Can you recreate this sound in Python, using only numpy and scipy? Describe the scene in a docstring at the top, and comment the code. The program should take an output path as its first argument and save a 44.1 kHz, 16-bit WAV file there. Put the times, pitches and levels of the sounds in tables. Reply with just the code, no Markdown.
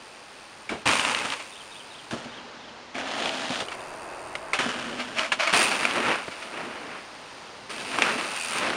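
"""A mountain bike makes several passes through a pine forest; wind rustles throughout.
The freehub ticks, chain and tyres knock, wheels thump, and the tyres drum and crunch up a dusty ramp,
snapping stones and slipping briefly. A small bird twitters while the bike lands far off in sand.
The bike knocks over wooden planks, leaps a gap in a rush of air, lands close by and skids,
then rides a near berm, a far berm and rollers of hard dirt."""
import sys
import numpy as np
from scipy import signal
from scipy.fft import rfft, irfft, next_fast_len
from scipy.io import wavfile
from scipy.ndimage import map_coordinates

SR = 44100
rng = np.random.default_rng(int(sys.argv[2]) if len(sys.argv) > 2 else 0)


def file_out(sig):
    """Save sig as 16-bit WAV at sys.argv[1]."""
    # one column per channel
    cols = np.atleast_2d(sig).T
    # limit, then scale
    lim = np.clip(cols, -1, 1)
    pcm = np.round(lim * 32767).astype(np.int16)
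    wavfile.write(sys.argv[1], SR, pcm)


N = 386316


def amp(db):
    """Decibels to gain."""
    return 10 ** (np.asarray(db) / 20)


def unit(x):
    """Scale to rms 1."""
    return x / np.sqrt(np.mean(x ** 2) + 1e-20)


def gain_at(spectrum, hz):
    """Gain of (frequency [Hz], level [dB]) points, interpolated on a log axis."""
    points_hz, points_db = np.transpose(spectrum)
    return amp(np.interp(np.log(hz + 1), np.log(points_hz + 1), points_db))


def level_at(envelope, t):
    """Level in dB of (time [s], level [dB]) points at times t."""
    return np.interp(t, *np.transpose(envelope))


def held(t, start_s, end_s, attack_s, release_s):
    """Rise from start, hold until end, then fade."""
    return np.clip(np.minimum((t - start_s) / attack_s, 1 - (t - end_s) / release_s), 0, 1)


def wobble(t, knots_per_s):
    """Smooth random curve, rms 1."""
    return unit(map_coordinates(rng.standard_normal(2048), [(t - t[0]) * knots_per_s], mode="wrap"))


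def lowpass(hz, edge_hz):
    """Steep low-pass gain."""
    return 1 / (1 + (hz / edge_hz) ** 8)


def filtered(x, response):
    """Apply a frequency response."""
    size = next_fast_len(len(x) + 8192)
    return irfft(rfft(x, size) * response(np.fft.rfftfreq(size, 1 / SR)), size)[:len(x)]


def coloured(x, spectrum, size=4096):
    """Apply a minimum-phase filter of energy 1 with the given spectrum."""
    cepstrum = irfft(np.log(gain_at(spectrum, np.fft.rfftfreq(size, 1 / SR)) + 1e-6))
    cepstrum[1:size // 2] *= 2
    cepstrum[size // 2 + 1:] = 0
    kernel = irfft(np.exp(rfft(cepstrum)))
    return signal.fftconvolve(x, kernel / np.linalg.norm(kernel))[:len(x)]


def add(track, start_s, sound):
    """Mix a sound into the track."""
    part = track[max(round(start_s * SR), 0):][:len(sound)]
    part += sound[:len(part)]


# wind strength: (time [s], level [dB])
WIND_ENVELOPE = [(0, -47), (1.6, -46), (2.6, -45), (4.2, -49), (7.2, -43.5), (8.76, -45)]
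# wind in the trees: (frequency [Hz], level [dB])
WIND_SPECTRUM = [(15, -38), (25, -17.5), (163, -9), (186, -11), (219, -5.5), (318, -6.5), (604, -4),
                 (749, -4.5), (833, -2.5), (2240, -9.5), (4620, -9), (6370, -16), (8780, -26.5),
                 (12100, -38), (15000, -43)]


def breeze(needles_db=-8):
    """Wind rushes softly in the pines; the needles add a finer hiss."""
    air = coloured(rng.standard_normal(N), WIND_SPECTRUM)
    rush = filtered(air, lambda hz: lowpass(hz, 3080))
    level_db = level_at(WIND_ENVELOPE, np.arange(N) / SR)
    return amp(level_db) * (unit(rush) + amp(needles_db) * unit(air - rush))


# hub resonances: (frequency [Hz], width [Hz], level [dB])
HUB_MODES = [(2566, 264, 9.5), (4710, 180, 5), (6850, 4500, -5), (8670, 160, 4.5), (9200, 400, -3.5),
             (14400, 2000, -17)]
# coasting passes:
# (start [s], length [s], nearest after [s], nearest level [dB], passing time [s], tick rate [Hz])
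COASTING_PASSES = [(0, 0.82, 0.1, -53, 1, 88), (0.855, 1.26, 0.04, -31, 0.14, 100),
                   (3.151, 2.2, 0.55, -47.5, 0.79, 90), (5.528, 2.15, 0.069, -21.5, 0.064, 110),
                   (7.695, 0.66, 0.53, -39.5, 0.34, 103), (8.35, 0.24, 0.097, -33.5, 0.25, 80)]


def freehub(fall_db_per_decade=12.5, release_s=0.049):
    """Pawls drop over the ratchet and ring the hub as the bike coasts by."""
    def hub(hz):
        return sum((-1) ** k * amp(db) * 1j * hz * width_hz / (mode_hz**2 - hz**2 + 1j * hz * width_hz)
                   for k, (mode_hz, width_hz, db) in enumerate(HUB_MODES))

    track = np.zeros(N)
    for start_s, length_s, nearest_s, nearest_db, passing_s, tick_hz in COASTING_PASSES:
        t = np.arange(0, length_s + release_s, 1 / SR)
        distance_squared = 1 + ((t - nearest_s) / passing_s) ** 2
        level_db = nearest_db - fall_db_per_decade * np.log10(distance_squared)
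        teeth = np.cumsum(tick_hz * (1 + 0.02 * wobble(t, 13))) / SR
        ticks = amp(-38 * (teeth % 1) + 1.8 * wobble(t, 90))
        scatter = np.minimum(amp(-0.7 * level_db - 50), 1)  # fills the gaps when far off
        ring = unit(filtered((ticks + scatter) * rng.standard_normal(len(t)), hub))
        add(track, start_s, amp(level_db) * held(t, 0, length_s, 0.005, release_s) * ring)
    return track


# chain slaps, gritty tyre strikes, plank knocks: (time [s], level [dB], ring [Hz], chatter t60 [s])
SHARP_KNOCKS = [(0.692, -26, 2290, 0.33), (0.895, -19.5, 2420, 0.16), (.996, -17.5, 2970, 0.019),
                (1.05, -10.5, 2650, 0.012), (2.109, -33.5, 2180, 0.095), (2.953, -29, 2240, .02),
                (2.988, -27, 1930, 0.029), (3.604, -23, 2700, 0.041), (3.684, -31, 2930, 0.093),
                (3.806, -39, 3600, .04), (4.353, -22.5, 2120, 0.041), (4.533, -16, 2230, 0.074),
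                (4.544, -22.5, 2570, 0.23), (4.589, -20, 1820, 0.17), (5.185, -13, 2470, 0.014),
                (5.193, -17, 2950, 0.034), (5.319, -17, 2750, 0.085), (5.322, -17, 1540, 0.1),
                (5.714, -22, 2330, 0.057), (5.852, -10.5, 2450, 0.024), (6.157, -18, 1400, 0.01),
                (7.986, -13, 1190, 0.018), (8.021, -5.5, 2570, 0.02)]
# chatter of a knock: (frequency [Hz], level [dB])
KNOCK_SPECTRUM = [(100, -19), (300, -12.5), (650, 2), (900, -3), (1450, 1.5), (1850, -3), (2250, 2),
                  (2900, -1.5), (3600, -5.5), (4700, -11), (7000, -16.5), (9000, -19), (15000, -37)]


def sharp_knocks():
    """Chain slaps, gritty tyre strikes and plank knocks: each a dense chatter with a brief ring."""
    track, t = np.zeros(N), np.arange(SR // 5) / SR
    for start_s, db, ring_hz, t60_s in SHARP_KNOCKS:
        fade = amp(-60 * t / t60_s) * (1 - np.exp(-t / 0.00042))
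        chatter = unit(coloured(fade * rng.standard_normal(len(t)), KNOCK_SPECTRUM)) * np.std(fade)
        ring = fade * amp(-60 * t / 0.031) * np.sin(2 * np.pi * ring_hz * t + 0.5 * wobble(t, 390))
        add(track, start_s, amp(db) * (0.85 * chatter + 1.7 * ring))
    return track


# wheel impacts: (time [s], level [dB], pitch [Hz], t60 [s])
WHEEL_IMPACTS = [(.695, -29, 308, 0.25), (.716, -25.5, 229, 0.26), (0.856, -23, 114.6, 0.29),
                 (2.122, -25, 254, 0.17), (2.134, -29, 135, 0.16), (3.25, -35, 252, 0.6),
                 (3.5, -22.5, 218, 0.097), (3.621, -20.5, 232, 0.041), (4.596, -24, 283, 0.078),
                 (4.645, -35, 240, 0.19), (6.28, -14.5, 550, 0.022), (7.986, -14, 710, 0.032)]
# ground response: (frequency [Hz], level [dB])
GROUND_SPECTRUM = [(30, -26), (65, -11), (115, -7), (280, 2), (500, -3), (800, -5.5), (1500, -11.5),
                   (3000, -23), (6000, -77)]


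def wheel_thumps():
    """A landing tyre booms and shakes the ground."""
    track, t = np.zeros(N), np.arange(SR // 2) / SR
    for start_s, db, pitch_hz, t60_s in WHEEL_IMPACTS:
        fade = amp(-60 * t / t60_s) * (1 - np.exp(-t / 0.0027))
        thud = unit(coloured(fade * rng.standard_normal(len(t)), GROUND_SPECTRUM)) * np.std(fade)
        boom = fade * np.sin(2 * np.pi * pitch_hz * t + 1.2 * wobble(t, 74))
        add(track, start_s, amp(db) * (0.78 * thud + 0.38 * boom))
    return track


def grit(t, grains_per_s=2600, spread_db=3.4):
    """Knobs crush clumps of grit: sparse, unequal impulses over noise."""
    clumps = amp(0.6 * wobble(t, 25) + 0.8 * wobble(t, 70) + 1.4 * wobble(t, 300))
    present = rng.random(len(t)) < grains_per_s / SR
    size_db = spread_db * np.minimum(rng.exponential(size=len(t)), 4)
    grains = unit(present * amp(size_db) * rng.choice([-1, 1], len(t)))
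    return clumps * (grains + 0.82 * rng.standard_normal(len(t)))


# rider loading and unloading the tyres: (time [s], half-width [s], drum gain [dB])
WEIGHT_SHIFTS = [(1.245, 0.022, 4.5), (2.145, 0.034, 8), (2.267, 0.022, 7), (2.975, 0.03, 4),
                 (3.24, 0.11, 3.5), (3.614, 0.02, 6.5), (4.67, 0.024, 5), (4.935, 0.12, 3),
                 (5.297, 0.096, -4.5), (5.98, 0.032, 7.5), (6.093, 0.028, 2), (6.674, 0.05, 1.5),
                 (6.86, 0.082, 6), (8.4, 0.083, -7.5), (8.72, 0.1, 1.5)]


def tyres(envelope, surface, crunch_db, drum_db, spray_db, cavity_db,
          drum_swing=1, spray_swing=1, spray_db_per_s=0):
    """The casing drums, grit crunches and fine sand sprays, all following the contact level."""
    def casing(hz):
        cavity = 1 + amp(cavity_db) / (1 + ((hz - 255) / 28) ** 2)  # air ring inside the tyre
        return np.sqrt(lowpass(hz, 620)) * cavity

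    start_s, end_s = envelope[0][0], envelope[-1][0]
    t = start_s + np.arange(max(round((end_s - start_s) * SR), 2)) / SR
    grains = coloured(grit(t), surface)
    bumps = coloured(rng.standard_normal(len(t)), surface)
    drum = unit(filtered(bumps, casing))
    crunch = unit(filtered(grains, lambda hz: lowpass(hz, 3400) * np.sqrt(1 - lowpass(hz, 627))))
    spray = unit(filtered(grains, lambda hz: 1 - lowpass(hz, 3310)))

    level_db = level_at(envelope, t)
    mean_db = level_db.mean()
    swing_db = level_db - mean_db
    weight_db = sum(db * np.exp(-((t - at_s) / width_s) ** 2) for at_s, width_s, db in WEIGHT_SHIFTS)
    approach_db = spray_db_per_s * (t - t.mean())  # brighter nearing, duller leaving
    drum *= amp(mean_db + drum_db + drum_swing * swing_db + weight_db)
    crunch *= amp(level_db + crunch_db)
    spray *= amp(mean_db + spray_db + spray_swing * swing_db + approach_db)
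    contact = np.clip(np.minimum(t - start_s, end_s + 0.002 - t) / 0.00081, 0, 1)
    track = np.zeros(N)
    add(track, start_s, contact * (drum + crunch + spray))
    return track


def receding(start_s, end_s, start_db, halving_s):
    """(time [s], level [dB]) of a bike riding away: amplitude falls as 1 / distance."""
    t = np.linspace(start_s, end_s, 32)
    return np.transpose([t, start_db - 20 * np.log10(1 + (t - start_s) / halving_s)])


# tyre contact on each stretch: (time [s], level [dB])
RAMP_ENVELOPE = [(0.856, -23), (0.9, -21.5), (0.96, -25.5), (1.12, -25.5), (1.2, -30), (1.25, -30),
                 (1.34, -33), (1.36, -39.5), (1.48, -51)]
PLANK_ENVELOPE = [(2.945, -33.5), (3.01, -33.0), (3.07, -33), (3.28, -29.0), (3.33, -33), (3.42, -32.5),
                  (3.61, -33.5), (3.66, -43)]
NEAR_BERM_ENVELOPE = [(5.527, -20), (5.58, -20.5), (5.695, -28.5), (5.725, -25.0), (5.78, -30.0),
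                      (5.83, -26.5), (5.92, -28.5), (6.11, -23), (6.27, -42)]
FAR_BERM_ENVELOPE = [(6.27, -44.5), (6.5, -41.5), (6.58, -35), (6.75, -40), (6.99, -41.5), (7.06, -53.5)]
ROLLER_ENVELOPE = [(7.695, -37.5), (7.86, -37.5), (8.05, -25.0), (8.14, -27), (8.3, -34.0), (8.36, -32),
                   (8.42, -39.5), (8.64, -25.5), (8.76, -30.0)]
# trail surfaces: (frequency [Hz], level [dB])
RAMP_SPECTRUM = [(29, -51), (50, -24), (92, -12), (185, -10), (278, 1.5), (356, -9.5), (500, -1),
                 (701, -7.5), (940, -0.5), (1810, -5.5), (2650, -4.5), (4260, -16.5), (8980, -22.5),
                 (11000, -34), (14300, -64), (22000, -120)]
SAND_SPECTRUM = [(40, -23), (110, -11.5), (185, -11), (243, -0.5), (300, -7), (420, -7), (530, -3.5),
                 (850, -3), (1200, -1.5), (1750, -1.5), (2100, -6), (3000, -5), (3800, -17), (7000, -24.5),
                 (10000, -31.5), (15000, -44)]
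PLANK_SPECTRUM = [(40, -28), (90, -14), (180, -11), (260, 1.5), (400, -4), (520, -1), (660, 4.5),
                  (1000, -3.5), (1750, -3), (2100, -6.5), (2800, -6), (4500, -20), (7000, -27),
                  (11000, -39.5), (15000, -50)]
HARD_DIRT_SPECTRUM = [(40, -32), (100, -16.5), (180, -9), (270, -3), (430, -2), (650, 0.5), (820, 2),
                      (1300, 4.5), (1900, 1.5), (2650, 2), (3300, -7.5), (4700, -13.5), (7000, -22),
                      (10000, -23), (15000, -36)]


def rolling():
    """The tyres roll over seven stretches of trail, each coloured by its surface."""
    far_landing = receding(2.108, 2.92, start_db=-38.5, halving_s=0.13)
    near_landing = receding(4.588, 5.39, start_db=-25.5, halving_s=0.14)
    track = tyres(RAMP_ENVELOPE, RAMP_SPECTRUM, crunch_db=-1.15, drum_db=-12, spray_db=-8.5,
                  cavity_db=-23, drum_swing=0.9, spray_swing=0.64, spray_db_per_s=-10)
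    track += tyres(far_landing, SAND_SPECTRUM, crunch_db=-0.8, drum_db=-0.5, spray_db=-11.5,
                   cavity_db=-15, drum_swing=0.66, spray_swing=1.88)
    track += tyres(PLANK_ENVELOPE, PLANK_SPECTRUM, crunch_db=-1.2, drum_db=-8, spray_db=-6.5,
                   cavity_db=-2, drum_swing=0.7, spray_db_per_s=8)
    track += tyres(near_landing, SAND_SPECTRUM, crunch_db=-2, drum_db=-4.5, spray_db=-9,
                   cavity_db=-2, drum_swing=0.48)
    track += tyres(NEAR_BERM_ENVELOPE, HARD_DIRT_SPECTRUM, crunch_db=-1, drum_db=-8, spray_db=-10.5,
                   cavity_db=-4, drum_swing=1.1, spray_swing=0.66, spray_db_per_s=-17)
    track += tyres(FAR_BERM_ENVELOPE, HARD_DIRT_SPECTRUM, crunch_db=-0.5, drum_db=-6, spray_db=-14,
                   cavity_db=-9, drum_swing=1.5, spray_swing=0.6, spray_db_per_s=-20)
    track += tyres(ROLLER_ENVELOPE, HARD_DIRT_SPECTRUM, crunch_db=-1.3, drum_db=-6.5, spray_db=-8,
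                   cavity_db=-5, drum_swing=0.93, spray_swing=0.52)
    return track


# stones under the tread: (time [s], relative level [dB])
STONE_HITS = [(0.8914, -5.5), (0.935, -11), (0.996, -11), (1.1486, -7.5), (1.189, -15), (1.303, -14),
              (1.323, -14), (1.3384, -16.5), (3.258, -12), (3.2933, -13.5), (3.558, -15), (5.6334, -17),
              (5.911, -13)]
# stone ring: (frequency [Hz], level [dB])
STONE_SPECTRUM = [(200, -14), (1000, -5), (2200, 5), (3000, 6), (3500, 4), (4100, -0.5), (5000, -8),
                  (9000, -21), (15000, -26)]


def stone_snaps():
    """Each stone gives one sharp snap and a tiny spill of splinters."""
    track, t = np.zeros(N), np.arange(SR // 50) / SR
    for start_s, db in STONE_HITS:
        snap = 0.08 * amp(-60 * t / 0.016) * rng.standard_normal(len(t))
        snap[0] = 1
        add(track, start_s, amp(db + 9) * snap)
    return coloured(track, STONE_SPECTRUM)


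# tread slips: (time [s], rise [s], hold [s], level [dB])
TREAD_SLIPS = [(1.388, 0.013, 0.01, -37), (3.708, 0.011, 0.012, -34.5), (4.961, 0.043, 0.01, -31),
               (5.151, 0.029, 0.079, -28.5), (5.388, 0.012, 0.045, -23), (5.459, 0.015, 0.035, -24.5),
               (6.302, 0.017, 0.01, -37.5), (6.401, 0.024, 0.012, -38.5)]
# loose dirt: (frequency [Hz], level [dB])
LOOSE_DIRT_SPECTRUM = [(88, -63), (150, -26), (337, -4.5), (418, -21), (655, -0.5), (743, -16),
                       (812, -10.5), (1100, -9), (1230, -6), (1890, -11.5), (2260, -5), (3880, -18),
                       (4480, -15.5), (9190, -30.5), (11000, -32), (14300, -39), (22000, -120)]


def skids(release_s=0.038, sag_db=2.5, depth_db=16.5):
    """The tread breaks loose, scrapes with sagging force and grips again."""
    track = np.zeros(N)
    for start_s, rise_s, hold_s, db in TREAD_SLIPS:
        grip_s = start_s + rise_s + hold_s
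        scrape = [(start_s, db - depth_db), (start_s + rise_s, db),
                  (grip_s, db - sag_db), (grip_s + release_s, db - depth_db)]
        track += tyres(scrape, LOOSE_DIRT_SPECTRUM, crunch_db=1, drum_db=-13.5, spray_db=-9,
                       cavity_db=-17)
    return track


# whistles gliding down, up, down: (delay [s], level [dB], length [s], start [Hz], end [Hz])
BIRD_NOTES = [(0, -4, 0.032, 3850, 3500), (0.033, -2, 0.039, 2600, 4030), (0.082, -0.5, 0.028, 3450, 2750)]
# repeats of the phrase: (time [s], level [dB])
BIRD_PHRASES = [(1.514, -40.5), (1.708, -39), (1.9, -40.5), (2.288, -41), (2.595, -44.5)]


def bird():
    """A quick, slightly hoarse phrase of whistles, varied each time and scattered by the trees."""
    track = np.zeros(N)
    for start_s, phrase_db in BIRD_PHRASES:
        for delay_s, note_db, length_s, start_hz, end_hz in BIRD_NOTES:
            progress = np.linspace(0, 1, round(length_s * SR))
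            glide_hz = start_hz + (end_hz - start_hz) * progress
            detune = 0.012 * rng.normal()
            rasp = 0.028 * wobble(progress * length_s, 700)
            whistle = np.sin(2 * np.pi * np.cumsum(glide_hz * (1 + detune + rasp)) / SR)
            add(track, start_s + delay_s, amp(phrase_db + note_db) * np.sin(np.pi * progress) * whistle)
    return amp(-0.5) * track + amp(3) * forest_tail(track, t60_s=0.24)


# air past the wheels: (frequency [Hz], level [dB])
LEAP_SPECTRUM = [(30, -16), (120, -10), (230, -14), (330, -3), (520, -4), (650, 1), (770, -2.5),
                 (1000, -1.5), (1600, -8.5), (2100, -12.5), (2700, -22), (3600, -36), (15000, -54)]


def leap(level_db=-39):
    """Over the gap, air rushes through knobs and spokes."""
    t = np.arange(N) / SR
    airborne = held(t, start_s=3.58, end_s=4.52, attack_s=0.094, release_s=0.19)
    flutter_db = 0.45 * wobble(t, 25.2)
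    return airborne * amp(level_db + flutter_db) * coloured(rng.standard_normal(N), LEAP_SPECTRUM)


def forest_tail(x, t60_s):
    """Trunks scatter a thin, bright tail."""
    t = np.arange(SR // 2) / SR
    fade = amp(-60 * t / t60_s) * (1 - np.exp(-t / 0.0034))
    tail = coloured(fade * rng.standard_normal(len(t)), [(200, -16), (3000, -18.5), (10000, -8)])
    return signal.fftconvolve(x, tail / np.linalg.norm(tail))[:N]


def scene():
    """Bike, forest tail, bird and wind, in mono."""
    bike = freehub() + sharp_knocks() + stone_snaps() + wheel_thumps() + leap() + skids() + rolling()
    return (bike + amp(-11) * forest_tail(bike, t60_s=0.21) + bird() + breeze())[None]


# microphone treble notches: (frequency [Hz], gain [dB])
MIC_RESPONSE = [(7300, -0.5), (7900, -5), (8300, 1), (9900, -0.5), (11000, -10.5), (12000, -27),
                (12900, -16), (14400, -8), (15800, -11)]
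BAND_LIMIT_HZ = 15850


def record(dry):
    """The microphone notches the treble; nothing passes above the band limit."""
    return filtered(dry[0], lambda hz: gain_at(MIC_RESPONSE, hz) * (hz < BAND_LIMIT_HZ))[None]


dry = scene()
out = record(dry)
file_out(out)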